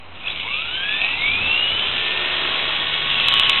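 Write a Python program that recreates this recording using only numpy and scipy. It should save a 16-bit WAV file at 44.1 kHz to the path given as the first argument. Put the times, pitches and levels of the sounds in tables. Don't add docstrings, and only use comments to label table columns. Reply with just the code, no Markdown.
import sys
import numpy as np
from scipy import signal
from scipy.fft import rfft, irfft
from scipy.io import wavfile

SR = 44100
rng = np.random.default_rng(int(sys.argv[2]) if len(sys.argv) > 2 else 0)


def pcm_store(signal):
    levels = np.round(np.clip(np.atleast_2d(signal), -1, 1) * 32767)
    wavfile.write(sys.argv[1], SR, levels.astype(np.int16).T)


N = 158760
TIME = np.arange(N) / SR
PINION_TEETH, GEAR_RATIO, BLADES = 9, 10, 2


def amp(db):
    return 10 ** (np.asarray(db) / 20)


def unit(x):
    return x / np.sqrt(np.mean(x ** 2) + 1e-20)


def curve(rows, column=1):
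    rows = np.array(rows)
    return np.interp(TIME, rows[:, 0], rows[:, column])


def colour(x, rows, column=1):
    rows, hz = np.array(rows), np.fft.rfftfreq(N, 1 / SR)
    gain_db = np.interp(np.log(hz + 1), np.log(rows[:, 0]), rows[:, column])
    return unit(irfft(rfft(x) * amp(gain_db), N))


def noise():
    return rng.standard_normal(N)


def drift(hz):
    rolloff = np.exp(-(np.fft.rfftfreq(N, 1 / SR) / hz) ** 2)
    return unit(irfft(rfft(noise()) * rolloff, N))


def angle(hz):
    return 2 * np.pi * np.cumsum(hz) / SR


def narrow_noise(hz, width_hz):
    return drift(width_hz) * np.cos(angle(hz)) + drift(width_hz) * np.sin(angle(hz))


def low_pass(x, hz, taps):
    kernel = signal.firwin(taps, hz, window=("kaiser", 8), fs=SR)
    return signal.oaconvolve(x, kernel[None], "same")


def background():
    # frequency_hz, gain_db
    hiss_colour = [(20, -6.5), (55, -9), (100, -2), (200, -2.5), (500, -2.5), (1050, 0), (1700, -10),
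                   (2600, 2.5), (3500, -7), (4200, -8.5)]
    hiss = amp(-40.5) * colour(noise(), hiss_colour)
    hum = amp(-51) * narrow_noise(np.full(N, 85.2), width_hz=7.1)
    return hiss + hum


def rotor_air(blade):
    # time_s, level_db
    wash_level = [(0, -52), (.22, -40), (.29, -34), (.36, -38.5), (.6, -39), (1, -33.5), (1.5, -30.5),
                  (2, -30.5), (2.55, -27), (2.95, -31), (3.35, -29), (3.6, -29)]
    # frequency_hz, gain_db
    wash_colour = [(60, -15), (150, -9.5), (260, -5), (450, -2.5), (700, -0.5), (1000, 0.5), (1400, 0.5),
                   (1900, -2), (2600, -1.5), (4200, -14)]
    # time_s, level_db
    buffet_level = [(0, -58), (.3, -46.5), (1.15, -45.5), (1.3, -38.5), (1.48, -36.5), (1.58, -48),
                    (1.75, -40.5), (2.1, -49), (2.8, -46), (3.2, -40), (3.6, -43)]
    # frequency_hz, gain_db
    buffet_colour = [(20, -3), (60, -2), (150, -3.5), (250, -6.5), (600, -23.5), (2000, -39.5)]
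    wash = amp(curve(wash_level)) * colour(noise(), wash_colour)
    buffet = amp(curve(buffet_level)) * colour(noise(), buffet_colour)
    return wash * (1 + .12 * np.cos(blade)) + buffet


def knocking(throttle, shaft):
    slow_depth, fast_depth = .21, .088
    depth = slow_depth + (fast_depth - slow_depth) * throttle ** 3
    return (1 + depth * np.cos(shaft)) / np.sqrt(1 + depth ** 2 / 2)


def gear_rattle(throttle, shaft, blade):
    # time_s, level_db
    rattle_level = [(0, -66), (.12, -67), (.15, -43.5), (.2, -40), (.3, -28.5), (.345, -32), (.39, -28.5),
                    (.45, -29), (.54, -28), (.67, -27.5), (.85, -29), (1.04, -26), (1.2, -25), (1.5, -22.5),
                    (1.8, -23.5), (2.4, -20.5), (2.72, -22), (3.08, -21.5), (3.3, -18.5), (3.6, -17)]
    # frequency_hz, on_deck_db, in_flight_db
    frame_colour = [(680, -44, -36), (1870, -30.5, -10), (2240, -1.5, -9.5), (2580, -0.5, -3.5),
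                    (3020, 0, -0.5), (2960, -3.5, -2.5), (3510, -0.5, -2.5), (3956, -8.5, -8),
                    (4270, -21.5, -16.5)]
    ticks_per_s, tick_spread_db, tick_share = 2200, 4.5, .3
    unload_start_s, unload_length_s = 1.3, .99
    ticks = noise() * (rng.random(N) < ticks_per_s / SR)
    ticks *= amp(tick_spread_db * np.minimum(rng.exponential(1, N), 3))
    scrape = np.sqrt(tick_share) * unit(ticks) + np.sqrt(1 - tick_share) * noise()
    force = scrape * knocking(throttle, shaft) * (1 + .1 * np.cos(blade))
    on_deck, in_flight = colour(force, frame_colour), colour(force, frame_colour, column=2)
    airborne = np.clip((TIME - unload_start_s) / unload_length_s, 0, 1)
    frame = (1 - airborne) * on_deck + airborne * in_flight
    return frame * amp(curve(rattle_level) + .5 * drift(hz=25))


def gear_squeak():
    # time_s, pitch_hz, relative_db
    path = [(.21, 2500, -48), (.245, 2520, -30), (.268, 2550, -29), (.273, 2600, -19), (.278, 2800, -18),
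            (.284, 3400, -24), (.294, 3300, -40), (.303, 3400, -25), (.312, 3950, -32), (.323, 3850, -28),
            (.34, 3600, -50)]
    gain_db, waver_hz, stutter_hz, crest_s = -2.5, 44, 100, .273
    tone = np.sqrt(2) * np.sin(angle(curve(path) + waver_hz * drift(hz=294)))
    stutter = 1 + .55 * np.cos(2 * np.pi * stutter_hz * (TIME - crest_s))
    sounding = (TIME > path[0][0]) & (TIME < path[-1][0])
    return tone * stutter * amp(gain_db + curve(path, column=2)) * sounding


def swells_and_whistles(throttle, shaft):
    # middle_s, length_s, pitch_hz, glide_hz_per_s, level_db
    swells = [(0.395, 0.068, 2926, 2500.5, -37.5), (0.396, 0.061, 2190, 1501.5, -36.5),
              (.465, 0.068, 970, 3001, -42), (.485, 0.037, 2176, 4500.5, -33.5),
              (0.538, .07, 2398, 1998.5, -32.5), (0.558, 0.18, 2669, -0.5, -27.5),
              (0.94, 0.23, 2578, 0.5, -27), (1.028, .08, 740, 0, -38.5), (1.044, 0.14, 2570, 0.5, -24),
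              (1.139, 0.086, 2664, -1.5, -26), (1.24, 0.12, 3597, -3000, -27.5),
              (2.004, 0.51, 2726, -2000, -30), (3.21, 0.24, 2680, -1100, -23),
              (3.463, 0.38, 2980, 1, -22.5)]
    out = np.zeros(N)
    for middle_s, length_s, pitch_hz, glide_hz_per_s, level_db in swells:
        t = TIME - middle_s
        envelope = amp(level_db) * np.exp(-(2 * t / length_s) ** 2)
        out += envelope * narrow_noise(pitch_hz + glide_hz_per_s * t, width_hz=110)
    pulse_depth = .84 * (1 - throttle ** 3)
    return out * (1 + pulse_depth * np.cos(shaft))


def gear_whine(shaft, blade):
    # time_s, level_db
    mesh_level = [(.38, -66), (.47, -37), (.72, -41.5), (.81, -31.5), (.92, -29), (1, -36.5), (1.15, -38.5),
                  (1.25, -19.5), (1.39, -25.5), (1.53, -20), (1.7, -22.5), (1.83, -25.5), (1.95, -36.5),
                  (2.5, -33.5), (3.1, -29), (3.6, -28)]
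    # time_s, level_db
    overtone_level = [(.44, -62), (.49, -37), (.54, -31), (.62, -36), (.7, -32.5), (.75, -26.5),
                      (.85, -30.5), (.95, -26.5), (1.05, -37), (1.15, -51)]
    start_s, fade_in_s = .14, .42
    wobble = 1 + .16 * np.cos(shaft) + .33 * np.cos(blade) + .087 * drift(hz=90)
    mesh = PINION_TEETH * shaft + .28 * drift(hz=120)
    fundamental = amp(curve(mesh_level)) * np.sin(mesh)
    overtone = amp(curve(overtone_level)) * np.sin(2 * mesh + .5 * drift(hz=80))
    fade_in = np.clip((TIME - start_s) / fade_in_s, 0, 1)
    return np.sqrt(2) * wobble * (fundamental + overtone) * fade_in


def motor_and_rotor_tones(throttle, shaft, blade):
    stages_s = [1.05, 1.548, 2.12, 2.45, 2.999, 3.4]
    # shaft_multiple, then relative_db at each stage
    tones = [(.4, -54.5, -53.5, -53, -56.5, -46.5, -50.5), (1, -64, -54.5, -46.5, -42.5, -60, -61.5),
             (1.2, -48.5, -47.5, -47.5, -48.5, -64, -54), (1.733, -60, -43.5, -51.5, -41, -57.5, -58),
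             (2.8, -61.5, -61, -53, -52, -57.5, -43), (3, -47, -45, -50.5, -41, -39.5, -32),
             (4, -39, -40, -45.5, -44, -43.5, -44), (5, -45.5, -48.5, -33, -39.5, -40.5, -47),
             (6, -54.5, -55, -43, -37.5, -36, -35), (7, -51, -53.5, -39, -36, -42.5, -27.5),
             (10, -42, -39, -39, -52.5, -35, -46)]
    out = np.zeros(N)
    for multiple, *levels_db in tones:
        wavering_db = np.interp(TIME, stages_s, levels_db) + 1.5 * drift(hz=12)
        out += amp(wavering_db) * np.sin(multiple * shaft + 2 * np.pi * rng.random())
    return np.sqrt(2) * out * throttle ** 2.3 * (1 + .25 * np.cos(blade))


def rotor_clacks():
    # start_s, peak_db
    knocks = [(.5385, -15.5), (1.046, -12), (3.2, -3), (3.2845, 2), (3.31, -9), (3.324, -3), (3.3395, 0.5),
              (3.397, 0), (3.4345, -4), (3.496, 2.5)]
    # nominal_hz, relative_db
    modes = [(1200, -9.5), (2650, -25), (3150, 1.5), (3750, -2)]
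    rise_s = .0007
    out = np.zeros(N)
    t = np.arange(SR // 50) / SR
    envelope = t / rise_s * np.exp(-t / rise_s)
    for start_s, peak_db in knocks:
        ring = sum(amp(db) * np.cos(2 * np.pi * hz * rng.uniform(.87, 1.05) * (t - rise_s))
                   for hz, db in modes)
        clack = envelope * ring
        out[round(start_s * SR):][:len(t)] += amp(peak_db) * clack / abs(clack).max()
    return out


def scene():
    # time_s, speed_hz
    spool_up = [(0, 4), (.14, 8), (.3, 55), (.45, 103), (.5, 123), (.63, 149), (.76, 171), (.92, 191),
                (1.128, 218), (1.252, 248.2), (1.418, 285.5), (1.616, 317.8), (1.838, 341.5), (2.05, 359.5),
                (2.28, 367.6), (2.65, 368), (2.95, 370.4), (3.47, 369), (3.6, 364.5)]
    speed_hz, jitter_hz = curve(spool_up), .5694
    throttle = speed_hz / speed_hz.max()
    shaft = angle(speed_hz + jitter_hz * drift(hz=13.37))
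    blade = shaft * BLADES / GEAR_RATIO
    mix = gear_whine(shaft, blade) + motor_and_rotor_tones(throttle, shaft, blade)
    mix += gear_rattle(throttle, shaft, blade) + swells_and_whistles(throttle, shaft)
    return (mix + rotor_air(blade) + gear_squeak() + rotor_clacks() + background())[None]


def record(dry):
    image_hz, image_db, dc_offset, ceiling = 10650, -68.5, .012, .82
    narrow = low_pass(dry, hz=4100, taps=441)
    image = narrow * 2 * amp(image_db) * np.cos(2 * np.pi * image_hz * TIME)
    overloaded = np.clip(narrow + image + dc_offset, -ceiling, ceiling)
    return low_pass(overloaded, hz=15800, taps=511)


dry = scene()
out = record(dry)
pcm_store(out)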